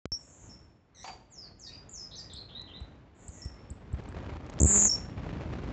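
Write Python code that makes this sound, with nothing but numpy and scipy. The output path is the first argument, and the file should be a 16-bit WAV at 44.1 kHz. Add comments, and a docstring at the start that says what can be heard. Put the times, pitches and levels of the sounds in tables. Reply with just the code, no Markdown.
"""Caged grassquit in a walled yard

A caged grassquit gives thin chips and one loud song: a stutter, a buzz and a short whistle. Its chips are
rapid sweeps, its buzz a train of short falling sweeps. Farther off another grassquit sings the same song, a
third songbird runs down slurred whistles built from gliding tones, and something knocks, a burst in resonances.
The phone's microphone switches on with a pop, has a narrow band and turns the shrillest notes into dull thumps."""
import sys
import numpy as np
from scipy import signal
from scipy.fft import rfft, irfft
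from scipy.io import wavfile
from scipy.ndimage import uniform_filter1d, map_coordinates

SR = 44100
rng = np.random.default_rng(int(sys.argv[2]) if len(sys.argv) > 2 else 0)


def wrap_up_sound(samples):
    """Save the sound to the file named by the first command line argument, as 16-bit audio."""
    columns = np.atleast_2d(samples).T
    # keep every value between -1 and 1, then stretch to whole-number steps
    tamed = np.clip(columns, -1, 1)
    steps = np.round(tamed * 32767).astype(np.int16)
    wavfile.write(sys.argv[1], SR, steps)


N = 252252
TIME = np.arange(N) / SR


def from_db(db):
    """Logarithmic level: decibels become an amplitude ratio."""
    return 10 ** (np.asarray(db) / 20)


def rms_one(x):
    """Normalisation: scale to unit root-mean-square."""
    return x / np.sqrt(np.mean(x ** 2) + 1e-20)


def add(out, start_s, sound):
    """Superposition: mix a sound in at a time."""
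    at = max(round(start_s * SR), 0)
    out[at:at + len(sound)] += sound[:N - at]


def cut(x, hz, kind, order=2):
    """Butterworth filtering: a maximally flat passband."""
    sections = signal.butter(order, min(hz, SR * .45), kind, fs=SR, output="sos")
    return signal.sosfilt(sections, x + 1e-18)


def drift(rate_hz):
    """Low-passed noise: a smooth random course of unit rms."""
    noise = rng.standard_normal(N + SR)
    return rms_one(cut(noise, rate_hz, "low", order=4)[SR:])   # the filter's onset is dropped


def coloured(spectrum):
    """Spectral shaping: noise of unit rms, its density drawn on a logarithmic frequency axis."""
    hz, db = np.transpose(spectrum)
    log_bins = np.log(np.fft.rfftfreq(N, 1 / SR) + 1)
    gain = from_db(np.interp(log_bins, np.log(hz), db, left=-90, right=-90))
    return rms_one(irfft(rfft(rng.standard_normal(N)) * gain, N))


def resonance(x, hz, width_hz):
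    """Two-pole resonance: a damped mode with a gain close to 1 at its peak."""
    radius = np.exp(-np.pi * width_hz / SR)
    zeros = np.array([1, 0, -1]) * (1 - radius ** 2) / 2
    poles = [1, -2 * radius * np.cos(2 * np.pi * hz / SR), radius ** 2]
    return signal.lfilter(zeros, poles, x)


def phase_of(hz):
    """Frequency modulation: phase is the running integral of frequency."""
    return 2 * np.pi * np.cumsum(hz) / SR


def envelope(t, attack_s, release_s):
    """Amplitude envelope: a squared-sine rise, a hold and a squared-sine fall."""
    edge = np.minimum((t - t[0]) / attack_s, (t[-1] - t) / release_s)
    return np.sin(np.pi / 2 * np.clip(edge, 0, 1)) ** 2


def echo(x, delay_s, db):
    """Specular reflection: one delayed copy, whose delay may move."""
    return from_db(db) * map_coordinates(x, [(TIME - delay_s) * SR], order=3)


def yard(x, t60, build_s, early_db):
    """Diffuse reverberation: walls and leaves scatter a cluster of early returns, then a dying wash."""
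    t = TIME[:SR]
    decay = from_db(-60 * t / t60) + from_db(early_db) * np.exp(-t / 0.048)
    response = rng.standard_normal(SR) * (1 - np.exp(-t / build_s)) * decay
    return signal.fftconvolve(x, response / np.linalg.norm(response))[:N]


# Yard air over time. Each row: time in seconds, relative rumble level in dB, relative hiss level in dB.
AIR_COURSE = [(0.18, -63, -68.7), (0.42, -61, -66), (0.48, -52.5, -64), (0.84, -67, -75),
              (1.14, -57.5, -63), (1.26, -63.5, -70.5), (1.5, -59, -64), (1.56, -61.5, -70),
              (1.86, -55, -61.5), (1.92, -58, -65.4), (2.88, -53, -61), (3.12, -61.3, -68.5),
              (3.24, -55.5, -63.0), (3.9, -51.5, -61.5), (3.96, -47.5, -57), (4.26, -42.5, -51),
              (4.38, -46, -55), (4.92, -44, -53), (4.98, -43, -53.5), (5.1, -44.5, -56), (5.22, -40, -49.5),
              (5.7, -41, -51)]
# Spectrum of the low rumble. Each row: frequency in Hz, relative density in dB per Hz.
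RUMBLE_SPECTRUM = [(15, -46.5), (25, -30.5), (48, -1), (81, 0.5), (151, -5), (306, -11.5), (400, -19.5),
                   (520, -32.5), (880, -120)]
# Spectrum of the soft rushing. Each row: frequency in Hz, relative density in dB per Hz.
HISS_SPECTRUM = [(150, -27), (250, -4.5), (432, -3.5), (606, -5.5), (734, -7.5), (1340, -13), (2690, -20.5),
                 (6140, -34.5), (7550, -36), (8500, -66.5), (11000, -90), (18700, -120)]


def air(flutter_db=2.3, crackle_db=2.5, calm_share=0.25, lump_db=1.0):
    """Amplitude-modulated noise: rumble and a rushing that flutters and crackles more as it grows."""
    time_s, rumble_course, hiss_course = np.transpose(AIR_COURSE)
    rumble_db = np.interp(TIME, time_s, rumble_course) + 2
    hiss_db = np.interp(TIME, time_s, hiss_course) + 3.5
    unrest = np.interp(hiss_db, [-61, -53], [calm_share, 1])
    flutter = unrest * (flutter_db * drift(45) + crackle_db * drift(220))
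    rumble = from_db(rumble_db + lump_db * drift(27) + .4 * flutter) * coloured(RUMBLE_SPECTRUM)
    return rumble + from_db(hiss_db + flutter) * coloured(HISS_SPECTRUM)


# A knock across the yard, struck twice. Each row: start in seconds, relative level in dB.
KNOCK_BLOWS = [(1.043, -44.5), (1.076, -42.5)]
# Modes of the knocked body. Each row: frequency in Hz, bandwidth in Hz, relative level in dB.
BODY_MODES = [(765, 41, 10.5), (882, 49, 9.5), (960, 17, -11.5), (1650, 310, -18), (2200, 170, -9),
              (2520, 100, -19), (3120, 400, -40)]


def knock(t60=0.14, tail_db=-7, tail_t60=0.5, crack_db=-22):
    """Modal resonance: decaying noise excites a hollow body, with a dying return from the walls."""
    blow, t = np.zeros(N), TIME[:SR]
    decay = from_db(-60 * t / t60) + from_db(tail_db - 60 * t / tail_t60)
    for start_s, db in KNOCK_BLOWS:
        add(blow, start_s, from_db(db) * decay * rng.standard_normal(SR))
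    body = sum(from_db(db) * resonance(blow, hz, width_hz) for hz, width_hz, db in BODY_MODES)
    return from_db(11.5) * (body + from_db(crack_db) * cut(blow, 4000, "low"))


# Claws and wing tips touch the cage. Each row: start in seconds, relative level in dB.
CAGE_TAPS = [(2.616, -45), (4.003, -58), (4.037, -50), (4.464, -46), (4.498, -38.5), (4.537, -46.5),
             (4.589, -34), (5.101, -54.5), (5.637, -53.5), (5.674, -63)]


def taps(decay_s=0.0027):
    """Impulsive contact: short, dry, exponentially dying noise with its lows strengthened."""
    out, t = np.zeros(N), TIME[:SR // 20]
    for start_s, db in CAGE_TAPS:
        add(out, start_s, from_db(db) * np.exp(-t / decay_s) * rng.standard_normal(len(t)))
    return out + 3 * cut(out, 960, "low")


def arcs(rows, bow_per_s, attack_s, release_s, fade_db):
    """Gliding pitch: notes fade or grow, and bow more the longer they are; yields times, Hz and gain."""
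    for start_s, length_s, first_hz, last_hz, db in rows:
        u = np.linspace(0, 1, round(length_s * SR))
        t = start_s + u * length_s
        bow = bow_per_s * length_s * np.sin(np.pi * u)
        hz = (first_hz + (last_hz - first_hz) * u) * (1 + bow)
        # a negative fade_db makes the note grow
        yield t, hz, from_db(db - fade_db * u) * envelope(t, attack_s, release_s)


def whistles(notes, waver, waver_hz, shimmer_db, partials=((1, 0),)):
    """Random modulation: pitch and level tremble; a wide, fast tremble is a rasp."""
    out = np.zeros(N)
    tremble, shimmer = 1 + waver * drift(waver_hz), shimmer_db * drift(160)
    for t, hz, gain in notes:
        phase = phase_of(hz * np.interp(t, TIME, tremble))
        tone = sum(from_db(level) * np.sin(round(k) * phase) for k, level in partials)
        level = gain * from_db(np.interp(t, TIME, shimmer))
        add(out, t[0], np.sqrt(2) * level * tone)
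    return out


# Far songbird's short whistles and flicks. Each row: start in seconds, length in seconds, first pitch in Hz,
# last pitch in Hz, relative level in dB.
SHORT_WHISTLES = [(1.05, 0.074, 4520, 4657, -49.5), (1.375, 0.1, 5290, 4285, -48),
                  (1.592, 0.013, 6330, 8450, -50), (1.664, 0.045, 3730, 3840, -53.5),
                  (1.725, .055, 4710, 4790, -48.5), (1.888, 0.019, 6260, 8370, -51),
                  (2.005, 0.073, 5120, 5080, -45.5), (2.153, .016, 5600, 6700, -53),
                  (2.185, .02, 7600, 6800, -56.5), (2.2, 0.056, 4680, 4860, -48),
                  (2.403, 0.028, 4230, 4090, -44.5), (2.548, 0.068, 3703, 4100, -43.5),
                  (2.735, 0.044, 3533, 4024, -45.5)]
# Faint low whistles from farther away. Each row: start in seconds, length in seconds, first pitch in Hz,
# last pitch in Hz, relative level in dB.
FAINT_WHISTLES = [(2.16, .18, 1823, 1927, -70.5), (2.54, 0.28, 1930, 2003, -70),
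                  (3.33, 0.23, 1960, 1922, -69), (3.55, 0.063, 2050, 2220, -67)]


def clear_whistles():
    """Nearly pure tones: a narrow random tremble leaves the whistles clear."""
    notes = [*arcs(SHORT_WHISTLES, bow_per_s=.25, attack_s=0.0039, release_s=0.0047, fade_db=5),
             *arcs(FAINT_WHISTLES, bow_per_s=0, attack_s=0.03, release_s=.04, fade_db=-1)]
    return whistles(notes, waver=0.012, waver_hz=190, shimmer_db=3.5)


# Far songbird's raspy chirps. Each row: start in seconds, length in seconds, first pitch in Hz,
# last pitch in Hz, relative level in dB.
RASPY_CHIRPS = [(1.69, .075, 2530, 2985, -63), (2.11, 0.06, 3950, 4390, -48.5),
                (2.295, 0.078, 3900, 3960, -49.5), (2.485, 0.061, 3600, 3670, -54),
                (2.67, 0.059, 3400, 3155, -53.5)]


def raspy_chirps():
    """Noise frequency modulation: a wide, fast tremble spreads each tone into a rasp."""
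    notes = arcs(RASPY_CHIRPS, bow_per_s=-0.8, attack_s=.006, release_s=0.0042, fade_db=-0.5)
    return whistles(notes, waver=0.07, waver_hz=323, shimmer_db=-0.5)


# Far songbird's nasal calls. Each row: start in seconds, length in seconds, first pitch in Hz,
# last pitch in Hz, relative level in dB.
NASAL_NOTES = [(.945, .105, 2118, 2306, -56.5), (1.05, 0.036, 2392, 2404, -58),
               (1.662, 0.036, 1890, 1980, -55)]
# Their harmonics. Each row: multiple of the pitch, relative level in dB.
NASAL_HARMONICS = [(1, -13.5), (2, -9.5), (3, -4.5), (4, -14)]


def nasal_calls():
    """Harmonic series: second and third partials stronger than the fundamental give a nasal colour."""
    notes = arcs(NASAL_NOTES, bow_per_s=-1.4, attack_s=0.0046, release_s=0.0051, fade_db=-9)
    return whistles(notes, waver=0.036, waver_hz=330, shimmer_db=3, partials=NASAL_HARMONICS)


# Far songbird's falling slurs. 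Each row: start in seconds, length in seconds, top pitch in Hz,
# bottom pitch in Hz, time to fall half-way in seconds, relative level in dB.
FALLING_SLURS = [(1.292, .09, 7560, 4940, .052, -55.5), (1.581, 0.11, 7000, 4100, .05, -49.5),
                 (1.894, .115, 7770, 4550, .063, -44.5), (2.156, .055, 6420, 4530, .024, -44.5),
                 (2.358, .042, 5200, 4120, 0.0079, -46)]


def slurs(steepness=3.0, attack_share=0.82, release_s=0.0053):
    """Sigmoid glide: notes swell at a high pitch, fall fast and level out; yields times, Hz and gain."""
    for start_s, length_s, top_hz, bottom_hz, half_way_s, db in FALLING_SLURS:
        t = np.arange(0, length_s, 1 / SR)
        hz = bottom_hz + (top_hz - bottom_hz) / (1 + (t / half_way_s) ** steepness)
        yield start_s + t, hz, from_db(db) * envelope(t, attack_share * half_way_s, release_s)


def far_songbird():
    """Direct and reverberant field: the songbird is heard with one echo and the yard's wash."""
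    song = clear_whistles() + whistles(slurs(), waver=0.022, waver_hz=260, shimmer_db=3.5)
    song = song + raspy_chirps() + nasal_calls()
    wash = from_db(-5) * yard(song, t60=0.66, build_s=0.0054, early_db=14.5)
    return from_db(-2.5) * song + echo(song, .019, -10.0) + wash


# Pitch of a buzz as it begins and the depth it sinks by; its pulse rate before it closes
BUZZ_HZ, BUZZ_SAG_HZ, PULSES_PER_S = 7628, 638, 204
# Over this time at its close it drops further and quickens
CLOSE_S, CLOSE_DROP_HZ, CLOSE_QUICKENS_PER_S = 0.031, 430, 46
ENDING_S, ENDING_HZ = 0.076, 5374   # the whistle that closes a grassquit song


def buzz_course(length_s, swell_db, swell_s, edge_s=0.0025, close_db=-10):
    """Slow modulation: a buzz swells and sinks, then drops, quickens and weakens as it closes."""
    t = np.arange(0, length_s, 1 / SR)
    closing = np.clip(1 - (length_s - t) / CLOSE_S, 0, 1)
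    centre_hz = BUZZ_HZ - BUZZ_SAG_HZ * np.sin(np.pi / 2 * t / length_s) - CLOSE_DROP_HZ * closing
    level_db = close_db * closing - swell_db * np.exp(-t / swell_s)
    gain = envelope(t, edge_s, edge_s) * from_db(level_db)
    return PULSES_PER_S + CLOSE_QUICKENS_PER_S * closing, centre_hz, gain


def buzz(per_s, centre_hz, sweep_hz, sharpness, uneven_db):
    """Pulse train: the syrinx opens about 200 times a second; each pulse is a tiny falling sweep."""
    cycles = np.cumsum(per_s) / SR
    chance = rng.standard_normal((200, 2))[cycles.astype(int)]   # one pair per pulse: pitch, level
    within = cycles % 1
    hz = centre_hz + sweep_hz * (.5 - within) + 70 * chance[:, 0]
    pulse = np.sin(np.pi * within) ** sharpness * from_db(uneven_db * chance[:, 1])
    return rms_one(pulse * np.sin(phase_of(hz)))


# Songs of the far grassquit. Each row: start in seconds, length of the buzz in seconds,
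# relative buzz level in dB, relative closing whistle level in dB.
DISTANT_SONGS = [(.12, .372, -59, -53.5), (3.145, .271, -56.5, -48)]


def far_grassquit():
    """Reverberant field: a slowly swelling buzz, then at once a whistle, mostly by way of the walls."""
    song = np.zeros(N)
    for start_s, length_s, db, _ in DISTANT_SONGS:
        per_s, centre_hz, gain = buzz_course(length_s, swell_db=14.5, swell_s=0.065)
        pulses = buzz(per_s, centre_hz, sweep_hz=2200, sharpness=0.69, uneven_db=4.5)
        add(song, start_s, from_db(db) * gain * pulses)
    endings = [(start_s + length_s, ENDING_S, ENDING_HZ, ENDING_HZ, db)
               for start_s, length_s, _, db in DISTANT_SONGS]
    notes = arcs(endings, bow_per_s=0, attack_s=.002, release_s=0.012, fade_db=18.5)
    song = song + whistles(notes, waver=0.0054, waver_hz=200, shimmer_db=5.5)
    return from_db(-6.5) * song + from_db(0.5) * yard(song, t60=1.0, build_s=0.0025, early_db=19)


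# Closing whistles of the caged bird. Each row: start in seconds, relative level in dB.
CLOSING_WHISTLES = [(.105, -33.5), (4.89, -25)]


def near_whistles(steady_s=.02, flutter_hz=190, flutters_per_s=230, shimmer_db=1.5, fade_db=7):
    """Growing frequency modulation: the whistle starts pure, then flutters upward as it fades."""
    out, t = np.zeros(N), np.arange(0, ENDING_S, 1 / SR)
    unrest = np.clip(t / steady_s, 0, 1) ** 2
    flutter, shimmer = np.abs(drift(flutters_per_s)), drift(200)
    for start_s, db in CLOSING_WHISTLES:
        hz = ENDING_HZ + flutter_hz * unrest * np.interp(start_s + t, TIME, flutter)
        shimmer_now = shimmer_db * unrest * np.interp(start_s + t, TIME, shimmer)
        gain = from_db(db - fade_db * t / ENDING_S + shimmer_now) * envelope(t, 0.0055, 0.017)
        add(out, start_s, np.sqrt(2) * gain * np.sin(phase_of(hz)))
    return out


# The loud buzz of the caged bird. 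The one row: start in seconds, length in seconds, relative level in dB.
LOUD_BUZZ = (4.66, 0.23, -21.5)


def near_buzz():
    """Pulse train: sharper pulses stand apart in the loud middle of the caged bird's song."""
    out = np.zeros(N)
    start_s, length_s, db = LOUD_BUZZ
    per_s, centre_hz, gain = buzz_course(length_s, swell_db=1.5, swell_s=0.045)
    pulses = buzz(per_s, centre_hz, sweep_hz=2320, sharpness=2.2, uneven_db=1.34)
    add(out, start_s, from_db(db) * gain * pulses)
    return out


VOICE_RATE_HZ = 16000   # the sampling rate; the highest notes fold back about half of it
# The caged bird's rising chips. Each row: start in seconds, length in seconds, relative level in dB,
# relative thump level in dB.
RISING_CHIPS = [(2.333, 0.011, -34, -38), (2.8, 0.017, -56, -33), (3.278, .014, -32, -33.5),
                (3.449, 0.011, -41.5, -28), (3.7, .013, -35.5, -31.5), (3.925, 0.014, -47, -23),
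                (4.086, 0.0095, -45, -57)]
# Upward flicks that open its song. Each row: start in seconds, relative level in dB, relative thump level in dB.
STUTTER_UP = [(4.6, -19.5, -19.5), (4.6032, -17, -18)]
# Downward flicks that follow. Each row: start in seconds, relative level in dB, relative thump level in dB.
STUTTER_DOWN = [(4.615, -15, -12.5), (4.6306, -11, -10.5), (4.6451, -17, -13), (4.656, -23, -14)]


def sweeps(flick_s=0.0039, fold_db=-13, shrill_power=12.8, linger=1.54):
    """Chirps and aliasing: fast sweeps linger low; the microphone makes pressure steps of their shrill end."""
    sound, thumps = np.zeros(N), np.zeros(N)
    # start s, length s, first Hz, last Hz, level dB, thump dB
    calls = [(start_s, length_s, 6800, 12220, db, thump_db) for start_s, length_s, db, thump_db in RISING_CHIPS]
    calls += [(start_s, flick_s, 5970, 9540, db, thump_db) for start_s, db, thump_db in STUTTER_UP]
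    calls += [(start_s, flick_s, 9230, 6510, db, thump_db) for start_s, db, thump_db in STUTTER_DOWN]
    for start_s, length_s, first_hz, last_hz, db, thump_db in calls:
        u = np.linspace(0, 1, round(length_s * SR))
        height = u if last_hz > first_hz else 1 - u
        hz = min(first_hz, last_hz) + abs(last_hz - first_hz) * height ** linger
        swell = np.sin(np.pi * u) ** 2
        # the very top of a sweep folds back into the band
        fold_gain = from_db(fold_db) * np.clip((hz - 10500) / 1000, 0, 1) * np.sin(np.pi * u)
        folded = fold_gain * np.sin(phase_of(VOICE_RATE_HZ - hz))
        add(sound, start_s, from_db(db) * (swell * np.sin(phase_of(hz)) + folded))
        shrill = swell * (hz / first_hz) ** shrill_power
        add(thumps, start_s, from_db(thump_db) * shrill / shrill.max())
    return sound, thumps


def bass_ring(x, hz=66, q=2.9):
    """Resonant high-pass: the microphone's bass cut rings briefly after each step."""
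    omega = 2 * np.pi * hz
    return signal.lfilter(*signal.bilinear([1, 0, 0], [1, omega / q, omega ** 2], SR), x + 1e-18)


# Grit of the overdriven microphone. Each row: frequency in Hz, relative density in dB per Hz.
GRIT_SPECTRUM = [(180, -45), (300, -14), (400, 1), (479, -15), (610, -9), (739, -8.5), (2300, -16.5),
                 (3400, -28.5), (5300, -25), (6890, -59), (11700, -120)]


def overdrive(song, thumps, hum_db=7, hash_db=9, steepness=1.183, rasp_db=6):
    """Envelope detection: loud shrill sound leaves thumps, a hum at the pulse rate and a gritty hash."""
    power = np.abs(cut(song ** 2, 1400, "low"))
    mean_power = np.abs(uniform_filter1d(power, SR // 50))   # over 20 ms
    grit = from_db(hash_db) * ((power + mean_power) / 2) ** steepness * coloured(GRIT_SPECTRUM)
    crests = np.maximum(power - 0.92 * mean_power, 0)   # only the tops of the pulses overload
    rasp = from_db(rasp_db) * cut(crests, 380, "high")
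    return grit - rasp - bass_ring(thumps + from_db(hum_db) * power)


def scene():
    """Superposition of near and far fields: the caged bird is close and dry, the others distant."""
    chips_and_stutter, thumps = sweeps()
    song = near_buzz()
    near = chips_and_stutter + song + near_whistles()
    # cage tray and wall; the bird moves
    near = near + echo(near, .0016 + .00006 * drift(27), -4.5) + echo(near, 0.0066, -22.0)
    near = near + from_db(-14.5) * yard(near, t60=0.37, build_s=0.0032, early_db=6.5)
    background = air() + knock() + taps() + far_songbird() + far_grassquit()
    return (background + near + overdrive(song, thumps))[None]


def record(dry, pop_s=.0555, pop_db=-24.5, mic_on_s=.119, mic_on_db=-32):
    """Switching transient and band limit: the microphone pops twice as it opens; its band ends steeply."""
    pops, t = np.zeros(N), TIME[:SR // 10]
    rebound = 1.67 * (t > .0011) * np.exp(-t / 0.0029)
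    add(pops, pop_s, from_db(pop_db) * (np.exp(-t / 0.0053) - rebound))
    add(pops, mic_on_s, -from_db(mic_on_db) * np.exp(-t / .008))
    heard = cut(dry * (TIME > mic_on_s) + bass_ring(pops), 7490, "low", order=12)
    return signal.sosfilt(signal.ellip(10, .2, 70, 8450, fs=SR, output="sos"), heard)


dry = scene()
out = record(dry)
wrap_up_sound(out)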